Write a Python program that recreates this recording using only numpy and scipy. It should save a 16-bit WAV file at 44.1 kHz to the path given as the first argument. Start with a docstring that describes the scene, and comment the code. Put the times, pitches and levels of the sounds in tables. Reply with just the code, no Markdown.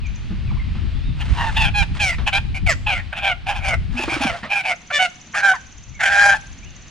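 """Catching a chicken in a hoop pen.

On a lawn, close to the microphone, a young chicken is caught and carried out: the strained membranes
of its syrinx squawk harshly, its wings beat, straw rustles, boots and a feeder knock about.
Farther off the flock peeps and a sparrow trills in the trees.
A breeze buffets the microphone until it drops."""
import sys
import numpy as np
from scipy import signal
from scipy.fft import rfft, irfft, next_fast_len
from scipy.io import wavfile
from scipy.ndimage import uniform_filter1d, map_coordinates

SR = 44100
rng = np.random.default_rng(int(sys.argv[2]) if len(sys.argv) > 2 else 0)


def generate_wav(signal):
    """Clip the signal to [-1, 1] and save it as 16-bit WAV at the path in sys.argv[1]."""
    frames = np.transpose(np.atleast_2d(signal))
    scaled = np.clip(frames, -1, 1) * 32767
    pcm = np.round(scaled).astype(np.int16)
    wavfile.write(sys.argv[1], SR, pcm)


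N = 304290
MID_HZ = 800  # the voice's resting pitch, at which the throat resonances are unstretched


def amp(db):
    return 10 ** (np.asarray(db) / 20)


def unit(x):
    return x / np.sqrt(np.mean(x ** 2) + 1e-20)


def along(points, hz):
    """Read (Hz, value) points on a log frequency axis."""
    freqs, values = np.transpose(points)
    return np.interp(np.log(hz + 1), np.log(freqs + 1), values)


def curve(points):
    """One value per sample from (s, value) points."""
    times, values = np.transpose(points)
    return np.interp(np.arange(N) / SR, times, values)


def wobble(rate):
    """A smooth random curve, rate knots a second."""
    return map_coordinates(rng.standard_normal(int(N * rate / SR) + 4), [np.arange(N) * rate / SR])


def filtered(x, response):
    """x times a response of frequency."""
    size = next_fast_len(N + SR // 2)
    return irfft(rfft(x, size) * response(np.fft.rfftfreq(size, 1 / SR)), size)[..., :N]


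def coloured(x, points):
    """x through a spectrum of (Hz, dB) points."""
    return filtered(x, lambda hz: amp(along(points, hz)))


def noise(spectrum):
    """Noise of rms 1, coloured by (Hz, dB) points."""
    return unit(coloured(rng.standard_normal(N), spectrum))


def stereo_noise(spectrum, width):
    """Stereo noise of rms 1; width is side over mid."""
    mid, side = coloured(rng.standard_normal((2, N)), spectrum)
    return unit(np.array([mid + width * side, mid - width * side]))


def steady(x, size=400):
    """x with its running rms held at 1."""
    return x / np.sqrt(np.abs(uniform_filter1d(uniform_filter1d(x * x, size), size)) + 1e-12)


def add(track, start_s, sound):
    """Mix a sound into a track."""
    i = max(0, round(start_s * SR))
    track[i:i + len(sound)] += sound[:max(0, N - i)]


def bump(hz, centre_hz, width_hz):
    """A resonance peak of height 1."""
    return 1 / (1 + (2 * (hz - centre_hz) / width_hz) ** 2)


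def patchy(x, depth_db, frames):
    """x with random patches of gain across time and frequency."""
    spectra = signal.stft(x, nperseg=512)[2]
    patches = uniform_filter1d(uniform_filter1d(rng.standard_normal(spectra.shape), 5, 0), frames, 1)
    return signal.istft(spectra * amp(depth_db * unit(patches)), nperseg=512)[1][:N]


def breeze(buffet_db, leaves_db, fade_db_per_s, lean_db):
    """Eddies hit each microphone port separately; far trees hiss, ever less as the breeze drops."""
    # strength of the gusts at the microphone: time_s, relative_db
    gusts = [(0.0, -29.5), (0.46, -25.5), (1.6, -20), (2.17, -27.5), (2.96, -26), (3.12, -39.5),
             (3.82, -24.5), (4.1, -38), (4.32, -35), (4.88, -94), (5.6, -48.5), (6.55, -39), (6.9, -48)]
    # spectrum of the wind on the ports: frequency_hz, gain_db
    rumble = [(20, -5.5), (48, 6), (90, 1.5), (150, -6.5), (220, -15.5), (390, -31), (650, -93)]
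    # spectrum of the distant leaves: frequency_hz, gain_db
    hiss = [(200, 8.5), (450, -8), (800, -7), (1400, -6.5), (2700, -3), (4600, -11), (6000, -23),
            (11000, -38), (14000, -93)]
    eddies = amp(3.6 * np.array([wobble(22), wobble(22)]))
    buffet = amp(curve(gusts) + buffet_db) * unit(eddies * stereo_noise(rumble, width=.9))
    sway = amp(leaves_db - fade_db_per_s * np.arange(N) / SR + wobble(3.281))
    return buffet * amp([[lean_db], [-lean_db]]) + sway * stereo_noise(hiss, width=.34)


def flock(gain_db, waver):
    """Thin, wavering peeps of the other young birds, some way off."""
    # gliding peeps: start_s, length_s, start_hz, end_hz, relative_db
    peeps = [(0.457, 0.061, 2800, 2220, -58), (0.503, 0.026, 1400, 740, -51.5),
             (0.566, 0.016, 780, 1150, -51), (0.572, 0.062, 2350, 2100, -54), (.91, 0.11, 3130, 3560, -66),
             (1.036, 0.087, 3770, 3590, -60.5), (0.022, 0.0685, 2650, 2335, -54),
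             (5.94, .068, 2284, 2136, -55.5), (6.618, 0.079, 2110, 2980, -60)]
    out = np.zeros(N)
    for start, length, start_hz, end_hz, db in peeps:
        progress = np.linspace(0, 1, int(length * SR))
        glide_hz = start_hz + (end_hz - start_hz) * np.sin(np.pi * progress / 2)
        hz = glide_hz * (1 + waver * wobble(400)[:len(progress)])
        swell = amp(db + gain_db) * np.sin(np.pi * progress)
        add(out, start, swell * np.sin(2 * np.pi * np.cumsum(hz) / SR))
    return out * amp(4 * wobble(120))


def sparrow(level_db):
    """One hooked whistle from the trees, repeated evenly and never quite alike."""
    # runs of the trill: start_s, end_s, interval_s
    trills = [(.073, .17, .091), (4.765, 5.96, .0567), (6.416, 6.89, .0587)]
    # shape of one whistle: from_centre_s, pitch_hz, relative_db
    note = [(-.018, 4700, -12.5), (-.013, 5800, -10), (-.006, 7460, -8.5), (-.002, 6030, 4),
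            (.004, 5750, -21.5), (.016, 6330, -26)]
    offsets, hz, db = np.transpose(note)
    out, t = np.zeros(N), np.arange(offsets[0], offsets[-1], 1 / SR)
    for start, end, interval in trills:
        for centre in np.arange(start, end, interval):
            detune = 1 + .0035 * rng.normal()
            phase = 2 * np.pi * np.cumsum(np.interp(t, offsets, hz)) * detune / SR
            swell = amp(level_db + rng.normal() + np.interp(t, offsets, db))
            add(out, centre + offsets[0], swell * np.sin(phase))
    return out


def knocks(clack_t60, thud_t60):
    """Dull contacts of boots and wood on turf: a clack over a low thud."""
    # footfalls and bumps against the frame: start_s, clack_db, thud_db
    contacts = [(0.304, -44.5, -17.5), (0.513, -45.5, -28.5), (0.749, -39.5, -27.5), (2.182, -32, -31),
                (4.245, -57, -18.5), (4.43, -31, -29.5)]
    clack, thud, t = np.zeros(N), np.zeros(N), np.arange(SR // 4) / SR
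    for start, clack_db, thud_db in contacts:
        add(clack, start, amp(clack_db - 60 * t / clack_t60) * np.minimum(t / .002, 1))
        add(thud, start, amp(thud_db - 60 * t / thud_t60) * (1 - np.exp(-t / .0045)))
    wood = noise([(200, 2), (1200, 12), (4000, 2), (12000, -47)])
    turf = noise([(60, -8), (200, 22.5), (600, -22), (2000, -58)])
    return clack * wood + thud * turf


def straw(crackle_db, crackle_rate):
    """Dry straw rustles in uneven spurts under the birds' feet."""
    # straw and feathers stirred in the struggle: start_s, length_s, level_db
    scuffles = [(1.144, 0.56, -35.5), (1.937, 0.062, -36), (3.895, 0.56, -32)]
    # spectrum of the rustle: frequency_hz, gain_db
    rustle = [(200, -9), (900, 4.5), (2800, 2.5), (5000, -8), (9500, -20.5), (14000, -64)]
    stir = np.zeros(N)
    for start, length, db in scuffles:
        add(stir, start, amp(db) * np.sin(np.linspace(0, np.pi, int(length * SR))))
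    crackle = amp(crackle_db * wobble(crackle_rate))
    return stir * unit(crackle * noise(rustle))


def syllables(arch_hz=26.99, body_arch_db=8, rasp_arch_db=6.5, attack_share=.39, release_s=.021):
    """The voice's controls arch over each syllable; tension is the unbroken pitch in Hz."""
    # syllables, often a hoarse catch and then a voiced cry, with values at the crest: start_s, length_s,
    # crest_share, pitch_hz, glide_hz_per_s, bite_hz (a resonance), roughness, body_db, rasp_db
    calls = [(1.195, .055, 0.34, 905, -3, 3040, 1.2, -38.5, -32),
             (1.347, .17, 0.57, 927, -500, 3780, 0.65, -23, -31.5),
             (1.554, .155, 0.32, 875, -600, 3500, 0.68, -23.5, -18.5),
             (1.736, .115, 0.46, 817.3, -750, 4020, 0.29, -23, -19),
             (1.991, .18, 0.22, 793, -1100, 5990, 0.6, -27.5, -19),
             (2.259, .054, 0.41, 818, -600, 3000, 0.8, -26.5, -22),
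             (2.321, .08, 0.41, 800.6, 1105, 3920, 0.51, -21.5, -17),
             (2.54, .061, 0.44, 771, 2, 2430, 0.79, -38.5, -27.5),
             (2.661, .09, 0.34, 681, -4000, 2180, 0.56, -25, -18.5),
             (2.861, .17, .15, 832.2, -1500, 2930, 0.69, -24.5, -19.5),
             (3.123, 0.028, 0.44, 791, 2, 1692, 0.99, -26.5, -30.5),
             (3.142, .089, 0.42, 821, -900, 2600, 0.93, -33, -28),
             (3.206, .14, .56, 768, -1100, 3190, 0.63, -22.5, -20.5),
             (3.458, 0.0878, 0.52, 810, 4, 2990, 0.83, -23.5, -26.5),
             (3.531, .1, 0.33, 819, -300, 3500, 0.99, -33.5, -34),
             (3.613, .15, 0.63, 734.3, -1100, 2180, 0.8, -24, -22),
             (3.961, .1, 0.46, 859, 7, 2500, 0.85, -32.5, -25),
             (4.079, .1, .52, 790, -300, 2250, .84, -29, -24),
             (4.19, 0.14, .5, 790, -1800, 3350, 0.72, -24, -25),
             (4.322, .06, 0.33, 693.6, -1, 3500, 0.69, -28.5, -48),
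             (4.424, .061, 0.46, 646.2, 1105, 1870, 0.82, -36.5, -38.5),
             (4.491, .145, .36, 818.6, -200, 2500, 0.69, -25.5, -19),
             (4.626, .125, .62, 736, -1500, 2450, 0.77, -24, -20.5),
             (4.901, 0.0356, 0.37, 777, 1507.5, 1540, 0.77, -23.5, -29.5),
             (4.918, .088, 0.55, 585, -550, 3528, 0.27, -25, -19),
             (4.989, .095, 0.31, 739, -100, 2800, 0.39, -18, -18),
             (5.334, .099, 0.43, 809.7, -400, 2310, 0.82, -19.5, -26.5),
             (5.419, .135, 0.37, 787.3, -330, 1560, 0.49, -11.5, -26),
             (5.537, .045, 0.43, 995, -8000, 1010, 0.58, -30, -39),
             (5.99, 0.1146, 0.57, 798.7, -400, 2010, 0.76, -17.5, -22),
             (6.058, 0.3008, .58, 806, -74, 2040, 0.47, -11, -22.5),
             (6.342, .048, 0.34, 867, -500, 890, 0.52, -30.5, -35)]
    tension, bite = np.full((2, N), float(MID_HZ))
    sag, rough, effort, body, rasp = np.zeros((5, N))
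    for start, length, crest, hz, glide, bite_hz, roughness, body_db, rasp_db in calls:
        t = np.arange(int(length * SR)) / SR
        span = slice(round(start * SR), round(start * SR) + len(t))
        past_crest = t / length - crest
        slack = (2 * past_crest) ** 2  # 1 at half a length from the crest
        tension[span] = hz + glide * length * past_crest - arch_hz * slack
        bite[span] = bite_hz * tension[span] / hz
        sag[span] = np.clip(past_crest / (1 - crest), 0, 1)
        # the membranes are least steady as they start and away from the crest
        rough[span] = np.clip(roughness * (1 - .3 * past_crest + .25 * slack), 0, 1)
        effort[span] = np.maximum(effort[span], np.sqrt(np.sin(np.pi * t / length)))
        opening = np.minimum(t / (attack_share * crest * length), 1)
        closing = np.minimum((length - t) / release_s, 1)
        add(body, start, opening * closing * amp(body_db - body_arch_db * slack))
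        rasp_slack = (2 * (past_crest + .029)) ** 2  # the rasp crests a little earlier
        add(rasp, start, opening * closing ** 2 * amp(rasp_db - rasp_arch_db * rasp_slack))
    rough = np.abs(uniform_filter1d(rough, size=300))  # the membranes cannot change at once
    return tension, bite, sag, rough, effort, body, rasp


def voice_cracks(tension, rough, length_s=.036, rough_rise=.249):
    """Pitch and roughness jump where the voice cracks as the air runs out, and once as a scoop at the start of
    a call."""
    # cracks in the voice: start_s, jump_hz
    breaks = [(1.825, 131), (2.125, 330.3), (2.38, 69.9), (2.978, 219.8), (5.325, 328.9)]
    pitch, hoarse = tension.copy(), rough.copy()
    crack = np.clip(4 * np.sin(np.linspace(0, np.pi, int(length_s * SR))), 0, 1)
    for start, jump_hz in breaks:
        add(pitch, start, jump_hz * crack)
        add(hoarse, start, rough_rise * crack)
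    return pitch, np.clip(hoarse, 0, 1)


def syrinx(pitch, rough, jitter, shake, flutter, db_per_octave, count=19):
    """A harmonic cry; under strain a slower membrane flutter adds sidebands, then it breaks into noise."""
    unsteady = 1 + jitter * rough ** 3 * wobble(220) + .022 * rough ** 1.5 * wobble(55)
    phase = 2 * np.pi * np.cumsum(pitch * unsteady) / SR
    beat = np.sin(phase / 4 + 2 * rough * wobble(90))  # flutter at a quarter of the pitch
    phase += rough * (shake * rough * wobble(500) + flutter * beat)
    harmonics = np.arange(1, count + 1)
    lag = rng.uniform(0, 2 * np.pi, (count, 1))  # ringing in the throat spreads each pulse
    cry = amp(db_per_octave * np.log2(harmonics)) @ np.cos(harmonics[:, None] * phase + lag)
    cry *= 1 + rough * (.75 * beat + .5 * wobble(350))
    puffs = rng.standard_normal(N) * (1 + np.cos(phase))
    air = coloured(puffs, [(2400, 0), (12800, -7)])
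    return unit(cry) + rough ** 2 * unit(air)


def throat(source, tension, bite, sag, ring_db=7, sag_db=18, bite_db=5.5):
    """In the pen the resonances follow the tension; with the beak wide only the bite moves."""
    # throat colour in the pen: frequency_hz, gain_db
    penned = [(350, -27.5), (500, -24.5), (650, 9.5), (850, 4.5), (1150, -0.5), (1600, 3.5), (2000, -4),
              (2400, 5), (3200, 0), (4400, -13.5), (6600, -19), (8000, -25), (9800, -21.5), (12000, -40.5)]
    # throat colour held up with the beak wide: frequency_hz, gain_db
    wide = [(350, -18), (520, -9.5), (650, 2), (800, -3.5), (1050, -7), (1600, 11), (2000, 3), (3100, -2),
            (4000, -10), (5100, -10), (7200, -12), (8400, -20.5), (10200, -19.5), (12000, -44.5)]
    # how far the beak opens once the bird is held up: time_s, gape_share
    beak = [(4.6, 0.08), (5.35, 1)]
    hz, t, spectra = signal.stft(source, SR, nperseg=512, noverlap=384)
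    hz = hz[:, None]
    controls = tension, bite, sag, np.clip(curve(beak), 0, 1)
    tension, bite, sag, gape = [np.interp(t, np.arange(N) / SR, c) for c in controls]
    stretched = hz * MID_HZ / tension
    narrow_db = along(penned, stretched) + ring_db * bump(stretched, 2410, 360)  # a piercing ring on top
    narrow_db += sag_db * sag * bump(hz, 1450, 190)  # opens as each syllable runs out
    colour_db = (1 - gape) * narrow_db + gape * along(wide, hz)
    colour_db += bite_db * bump(hz, bite, 350)  # shifts between syllables as the head turns
    return signal.istft(spectra * amp(colour_db), nperseg=512, noverlap=384)[1][:N]


def squawks(rasp_hz=1900, treble_hz=4400):
    """The caught bird: syrinx through throat, each syllable with its own swell and share of rasp."""
    # treble reaching the microphone as the bird is turned about, at full effort: time_s, gain_db
    turning = [(1.8, 3), (2.05, 12), (2.35, 0.5), (2.7, 14), (2.9, 3), (3.3, -1), (3.7, 10.5), (4.6, 8),
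               (5, 2.5), (6.2, 3.5)]
    tension, bite, sag, rough, effort, body_gain, rasp_gain = syllables()
    pitch, rough = voice_cracks(tension, rough)
    source = syrinx(pitch, rough, jitter=.07, shake=.3, flutter=.4, db_per_octave=-3)
    voice = patchy(throat(source, tension, bite, sag), depth_db=2.6, frames=6)
    body = filtered(voice, lambda hz: 1 / (1 + (hz / rasp_hz) ** 16))
    rasp = steady(voice - body)
    treble = rasp - filtered(rasp, lambda hz: 1 / (1 + (hz / treble_hz) ** 20))
    rasp += (effort * amp(curve(turning)) - 1) * treble
    quaver = amp(2.6 * rough * wobble(100))
    return quaver * (body_gain * steady(body) + rasp_gain * rasp)


def feeder(start_s, hz, db, t60):
    """The hollow plastic feeder booms briefly when bumped."""
    out, t = np.zeros(N), np.arange(SR // 3) / SR
    swell = amp(db - 60 * t / t60) * (1 - np.exp(-t / .0084))
    add(out, start_s, swell * np.sin(2 * np.pi * hz * t))
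    return out


def wings(start_s, interval_s, thump_hz, thump_db, feather_db, rise_s=.004, scatter_db=3.5, count=7):
    """One burst of wing beats, each a soft thump of air and a swish of feathers."""
    thumps, swish, t = np.zeros(N), np.zeros(N), np.arange(SR // 8) / SR
    swell = t / rise_s * np.exp(1 - t / rise_s)
    for beat_s in start_s + interval_s * np.arange(count):
        stroke = swell * amp(-scatter_db * rng.normal())
        hz = thump_hz * (1 + .083 * rng.normal())
        add(thumps, beat_s, amp(thump_db) * stroke * np.sin(2 * np.pi * hz * t))
        add(swish, beat_s, amp(feather_db) * stroke)
    return thumps + swish * noise([(100, 4.5), (900, 15), (4000, -15), (14000, -52)])


def near(x, width, cover_db, cover_t60):
    """A source just in front of the microphone; quick reflections off the pen's cover shift as it moves."""
    # imbalance of the two ports, negative to the right: frequency_hz, left_share
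    lean = [(750, -0.06), (1500, -0.051)]
    t = np.arange(SR // 8) / SR
    echoes = rng.standard_normal((2, 2, len(t))) * amp(-60 * t / cover_t60) * (t > .002)
    echoes /= np.linalg.norm(echoes[0, 0])
    one, other = signal.fftconvolve(x[None, None], echoes, axes=2)[..., :N]
    turn = 2 * wobble(3)
    reflections = np.cos(turn) * one + np.sin(turn) * other

    def side_response(hz):
        return along(lean, hz) + 1j * width * (1 + (hz / 4000) ** 2) / (1 + (hz / 9000) ** 2)

    side = filtered(x, side_response)
    return np.array([x + side, x - side]) + amp(cover_db) * reflections


def yard(x):
    """Diffuse scatter from the pen and the trees, different at each port."""
    # decay of the yard's scatter: frequency_hz, t60_s
    decay = [(300, 0.53), (2000, 0.46), (10000, 1)]
    hz, t, spectra = signal.stft(rng.standard_normal((2, SR // 2)), SR, nperseg=256)
    tail = signal.istft(spectra * amp(-60 * t / along(decay, hz)[:, None]), SR, nperseg=256)[1]
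    return signal.fftconvolve(x[None], tail / np.linalg.norm(tail[0]), axes=1)[:, :N]


def scene():
    """The struggle close up, the other birds across the yard, the wind right on the microphone."""
    struggle = squawks()
    struggle += wings(start_s=3.994, interval_s=.0422, thump_hz=314, thump_db=-23.5, feather_db=-28.5)
    struggle += knocks(clack_t60=.28, thud_t60=.15)
    struggle += feeder(start_s=3.94, hz=244.5, db=-21, t60=.28)
    struggle += straw(crackle_db=2.5, crackle_rate=290)
    others = flock(gain_db=14.5, waver=.027) + sparrow(level_db=-40)
    close = near(struggle, width=.2, cover_db=-10, cover_t60=.11)
    far = others + amp(-1.5) * yard(others)
    scatter = amp(-17) * yard(struggle)
    return close + scatter + far + breeze(buffet_db=3, leaves_db=-41.5, fade_db_per_s=.63, lean_db=1.5)


def record(dry):
    """The camera's microphone rounds off the highest peaks and keeps nothing above its band limit."""
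    ceiling, top_hz = .9, 15200
    rounded = dry / (1 + np.abs(dry / ceiling) ** 8) ** (1 / 8)
    return filtered(rounded, lambda hz: hz < top_hz)


dry = scene()
out = record(dry)
generate_wav(out)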